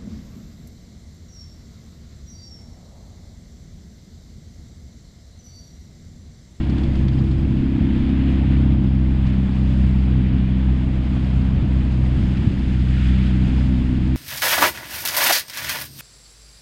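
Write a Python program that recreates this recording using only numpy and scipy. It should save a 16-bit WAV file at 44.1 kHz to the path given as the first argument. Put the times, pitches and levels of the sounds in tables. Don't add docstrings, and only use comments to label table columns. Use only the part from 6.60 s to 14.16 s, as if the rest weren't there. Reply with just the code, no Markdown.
import sys
import numpy as np
from scipy import signal
from scipy.fft import rfft, irfft, next_fast_len
from scipy.io import wavfile
from scipy.ndimage import uniform_filter1d, map_coordinates

SR = 44100
rng = np.random.default_rng(int(sys.argv[2]) if len(sys.argv) > 2 else 0)


def file_out(sig):
    cols = np.atleast_2d(sig).T
    lim = np.clip(cols, -1, 1)
    pcm = np.round(lim * 32767).astype(np.int16)
    wavfile.write(sys.argv[1], SR, pcm)


N = 333396


def amp(db):
    return 10 ** (np.asarray(db) / 20)


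def unit(x):
    return x / np.sqrt(np.mean(x ** 2) + 1e-20)


def curves(rows):
    knot_s, *columns = np.transpose(rows)
    return [np.interp(np.arange(N) / SR, knot_s, column) for column in columns]


def wobble(rate_hz):
    knots = rng.standard_normal(int(N * rate_hz / SR) + 4)
    return map_coordinates(knots, [np.arange(N) * rate_hz / SR])


def filtered(x, response):
    m = next_fast_len(N + 8192)
    return irfft(rfft(x, m) * response(np.fft.rfftfreq(m, 1 / SR)), m)[..., :N]


def coloured(x, points):
    hz_points, db_points = np.transpose(points)

    def response(hz):
        return amp(np.interp(np.log(hz + 1), np.log(hz_points + 1), db_points))

    return unit(filtered(x, response))


def patchy(depth_db):
    z = signal.stft(rng.standard_normal(N + 512), nperseg=512)[2]
    field = uniform_filter1d(rng.standard_normal(z.shape), size=8, axis=0)
    field = uniform_filter1d(field, size=12, axis=1)
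    return signal.istft(z * amp(depth_db * unit(field)), nperseg=512)[1][:N]


def bubbles(count, hz, spread, cycles, scatter_db):
    draw = rng.random((count, 2))
    pitch_hz = hz * np.exp(spread * rng.standard_normal((count, 1)))
    i = np.arange(400)
    u = i * pitch_hz / SR / cycles
    wave = np.sin(2 * np.pi * cycles * (u + 0.088 * u * u)) * u * np.exp(-3 * u)
    wave = wave * amp(-scatter_db * np.log(1 - .98 * draw[:, 1:]))
    at = (draw[:, :1] * N).astype(int) + i
    return unit(np.bincount(at.ravel(), wave.ravel(), N + 400)[:N])


# (time [s], rate [Hz])
FIRING_RATE = [(0, 66.22), (.5, 66.2), (1.65, 66.14), (2.45, 64.77), (3.9, 63.8), (4.6, 64.3), (5.1, 63.92),
               (6.4, 63.38), (7.3, 63.37), (7.56, 63.7)]


def engine():
    turn = 2 * np.pi * (np.cumsum(curves(FIRING_RATE)[0]) / SR + .012 * wobble(12))
    return np.sqrt(2) * (firing_orders(turn) + weak_orders(turn) + propeller(turn))


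def exhaust_lag(order):
    return 1.1 - .52 * (order - 1) ** 2


# (time [s], level [dB])
FIRST_ORDER = [(0, -23.5), (.3, -20.5), (.85, -20.5), (1.05, -23), (1.65, -21.5), (1.98, -16.5),
               (2.5, -17.5), (2.9, -20), (3.25, -17), (3.62, -15.5), (3.85, -21), (4.12, -16.5),
               (4.17, -22), (4.75, -20.5), (4.9, -18), (5.3, -18), (5.75, -20), (6.1, -20), (6.45, -17.5),
               (7.1, -18), (7.27, -22), (7.56, -19.5)]
# (time [s], third level [dB], fourth level [dB], fifth level [dB])
UPPER_ORDERS = [(0, -31.5, -33, -35.5), (.7, -31, -33, -35.5), (1.15, -27, -27, -34),
                (1.75, -25, -25.5, -35), (2.4, -24.5, -28.5, -34), (2.85, -24, -35.5, -44),
                (3.75, -22.5, -33.5, -41.5), (4.5, -28.5, -30.5, -38.5), (4.9, -25, -32, -41),
                (5.35, -30, -31, -39), (6.2, -28, -36.5, -41), (6.65, -21.5, -34, -37.5),
                (7.15, -27, -26, -34.5), (7.56, -26, -26, -32.5)]
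ORDER_WAVER = [.4, 1, .8, 1, 1.2]
SECOND_MEAN_DB, SECOND_SHARE = -24, 0.53
SINK_DB_PER_GUST_DB = 0.56


def firing_orders(turn):
    first, third, fourth, fifth = curves(FIRST_ORDER) + curves(UPPER_ORDERS)
    second = SECOND_MEAN_DB + SECOND_SHARE * (first - first.mean())
    first = first - SINK_DB_PER_GUST_DB * gusts()
    out = np.zeros(N)
    levels_db = (first, second, third, fourth, fifth)
    for order, (level_db, depth_db) in enumerate(zip(levels_db, ORDER_WAVER), 1):
        waver_db = depth_db * wobble(6) + 0.75 * wobble(16)
        out += amp(level_db + waver_db) * np.cos(order * turn + exhaust_lag(order))
    return out


# (time [s], level [dB])
WEAK_LEVEL = [(0, -35.5), (0.8, -40), (1.2, -33), (2, -33), (2.6, -46.5), (3.2, -36.5), (3.6, -46.5),
              (4.2, -48), (5.2, -44.5), (5.6, -43), (6.2, -46.5), (6.8, -46), (7.56, -44.5)]
# (multiple of firing rate, level over the common one [dB])
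WEAK_ORDERS = [(2.5, -4.5), (3.5, 5), (4.5, -3), (5.5, -24.5), (6, -20.5)]


def weak_orders(turn):
    common_db = curves(WEAK_LEVEL)[0]
    out = np.zeros(N)
    for order, db in WEAK_ORDERS:
        level = amp(common_db + db + 2.1 * wobble(3.5))
        out += level * np.cos(order * turn + exhaust_lag(order) + 1.2 * wobble(4))
    return out


# (time [s], level [dB])
BLADE_BEAT = [(0, -40), (0.4, -28), (1.1, -34.5), (2, -26.5), (2.9, -40), (3.6, -33), (4.2, -38),
              (5.2, -29.5), (5.7, -37), (6.8, -31.5), (7.56, -42)]
BLADE_ORDER = 1.4


def propeller(turn):
    level = amp(curves(BLADE_BEAT)[0] + 0.96 * wobble(2.4))
    return level * np.sin(BLADE_ORDER * turn + 0.62 * wobble(5.9))


# (centre [s], rise [dB], bell sigma [s])
GUST_BELLS = [(.06, 1, 0.035), (.21, 3, .04), (.98, 4, .06), (1.22, 4.5, 0.038), (2.203, 4, .08),
              (2.801, 2.5, 0.066), (3.582, 5, .06), (3.751, 7.5, 0.042), (5.013, 8, .05), (5.62, 7, .05),
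              (5.861, 10, 0.045), (6.87, 3.5, 0.12)]


def gusts():
    t = np.arange(N) / SR
    return sum(db * np.exp(-.5 * ((t - s) / sigma_s) ** 2) for s, db, sigma_s in GUST_BELLS)


# (time [s], level [dB])
WIND_STRENGTH = [(0, -27), (1.3, -28.5), (2.5, -30), (4.4, -30), (5.7, -29.5), (7.56, -30)]
# (frequency [Hz], relative density [dB per Hz])
THUD_SPECTRUM = [(1, -20.5), (8, -7), (25, -4), (40, -0.5), (55, -13), (100, -49.5), (300, -120)]
# (frequency [Hz], relative density [dB per Hz])
RUMBLE_SPECTRUM = [(20, -62), (42, -13.5), (56, 0.5), (100, 2.5), (160, 1), (190, -14), (300, -52),
                   (600, -120)]
# (frequency [Hz], relative density [dB per Hz])
ROAR_SPECTRUM = [(60, -59), (150, -14.5), (180, 0.5), (250, -2), (330, -8), (380, -15), (480, -27),
                 (700, -45.5), (1500, -120)]
THUD_DB, RUMBLE_DB, ROAR_DB = -5.5, 0.75, -0.67
THUD_GUST_SHARE, ROAR_GUST_SHARE = .4, 0.68


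def wind():
    strength_db, gust_db = curves(WIND_STRENGTH)[0], gusts()

    def band(level_db, spectrum):
        lumpy = amp(0.1 * wobble(19)) * rng.standard_normal(N)
        return amp(strength_db + level_db) * coloured(lumpy, spectrum)

    thud_db = THUD_DB + THUD_GUST_SHARE * gust_db + 2.9 * wobble(7.7)
    rumble_db = RUMBLE_DB + gust_db + 1.5 * wobble(4.7)
    roar_db = ROAR_DB + ROAR_GUST_SHARE * gust_db
    return band(thud_db, THUD_SPECTRUM) + band(rumble_db, RUMBLE_SPECTRUM) + band(roar_db, ROAR_SPECTRUM)


# (time [s], gurgle level [dB])
GURGLE_LEVEL = [(0, -44), (.25, -42.5), (.9, -45.5), (1.9, -41), (2.3, -43.5), (3.4, -43.5), (3.7, -44.5),
                (4.2, -43), (5, -42), (5.2, -42.5), (5.85, -44), (6.05, -46.5), (6.5, -46), (7, -43),
                (7.56, -45)]
# (time [s], rush level [dB], fizz level [dB])
RUSH_FIZZ_LEVELS = [(0, -45, -57.5), (.7, -46.5, -56.5), (.85, -47.5, -59.5), (1.25, -43.5, -58.5),
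                    (1.65, -42, -58.5), (1.95, -42.5, -58), (2.15, -45.5, -60), (2.45, -46.5, -60),
                    (2.7, -44, -58.5), (3.1, -45.5, -57), (3.75, -44, -60.5), (4.2, -45.5, -58.5),
                    (4.6, -44.5, -57), (5, -44.5, -58), (5.2, -46, -57.5), (5.8, -43.5, -54.5),
                    (6.2, -44, -54.5), (6.45, -39.5, -51.5), (6.7, -40.5, -53.5), (7, -42, -52.5),
                    (7.2, -45, -56), (7.56, -44.5, -56)]
# (frequency [Hz], relative density [dB per Hz])
GURGLE_SPECTRUM = [(150, -40.5), (350, -4.5), (500, -1), (700, -3), (1000, -5.5), (1250, -10), (1800, -30),
                   (4000, -120)]
# (frequency [Hz], relative density [dB per Hz])
RUSH_SPECTRUM = [(500, -38.5), (1050, -13), (1300, -3.5), (1600, -2), (2500, -2.5), (3400, -5), (4000, -13),
                 (4800, -20.5), (6000, -46), (9000, -120)]
# (frequency [Hz], relative density [dB per Hz])
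FIZZ_SPECTRUM = [(1500, -62), (3300, -3), (4200, -3), (5050, -3), (5550, -11.5), (7000, -11), (8300, -13.5),
                 (9500, -20.5), (10500, -21.5), (12000, -31), (13500, -41.5), (16000, -120)]


def wake():
    gurgle_db, rush_db, fizz_db = curves(GURGLE_LEVEL) + curves(RUSH_FIZZ_LEVELS)
    surge = wobble(8.2) + 1.1 * wobble(25) + 0.54 * wobble(4.1)
    gurgle = unit(patchy(depth_db=0.2))
    gurgle += 0.15 * bubbles(count=3000, hz=694, spread=.4, cycles=5.6, scatter_db=2.0)
    rush = unit(patchy(depth_db=0.0))
    rush += 0.2 * bubbles(count=5000, hz=2625, spread=0.458, cycles=5.86, scatter_db=2.0)
    fizz = unit(patchy(depth_db=0.3))
    fizz += .3 * bubbles(count=6000, hz=5940, spread=.35, cycles=5.1, scatter_db=3.0)
    out = amp(gurgle_db + 0.16 * surge) * coloured(gurgle, GURGLE_SPECTRUM)
    out += amp(rush_db + 0.39 * surge) * coloured(rush, RUSH_SPECTRUM)
    out += amp(fizz_db + 0.57 * surge) * coloured(fizz, FIZZ_SPECTRUM)
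    return out


# (time [s], level before trim [dB], ring pitch [Hz], tick level before trim [dB])
SPRAY_DROPS = [(0.0962, -31.5, 4330, -16), (0.181, -30, 3520, -13), (0.2334, -28.5, 3430, -22),
               (0.3531, -31, 3160, -18), (0.4813, -27, 3430, -21), (0.5317, -39, 2130, -20),
               (0.5873, -35, 4870, -21), (0.711, -34.5, 4203, -17), (2.666, -30, 2800, -27),
               (5.7702, -28, 2644, -21)]
DROP_TRIM_DB, SPLASH_TRIM_DB, TICK_TRIM_DB = -3.5, 4.0, 2


def spray():
    out, t = np.zeros(N + SR), np.arange(SR // 10) / SR
    rise = 1 - np.exp(-t / 0.0012)

    def band(x, low_hz, high_hz):
        return signal.sosfilt(signal.butter(4, [low_hz, high_hz], "band", fs=SR, output="sos"), x)

    def decay(start_db, t60_s):
        return amp(start_db - 60 * t / t60_s)

    for s, db, hz, tick_db in SPRAY_DROPS:
        noise = rng.standard_normal((2, len(t)))
        ring = np.sin(2 * np.pi * hz * t) * decay(0, t60_s=0.055)
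        splash = band(noise[0], low_hz=900, high_hz=4380) * decay(SPLASH_TRIM_DB, t60_s=0.047)
        tick = band(noise[1], low_hz=4500, high_hz=8500) * decay(tick_db + TICK_TRIM_DB, t60_s=.035)
        drop = rise * (0.39 * ring + splash + tick)
        out[round(s * SR):][:len(t)] += amp(db + DROP_TRIM_DB) * drop
    return out[:N]


def scene():
    return (engine() + wind() + wake() + spray())[None]


BAND_LIMIT_HZ = 14000


def record(dry):
    return filtered(dry, lambda hz: hz < BAND_LIMIT_HZ)


dry = scene()
out = record(dry)
file_out(out)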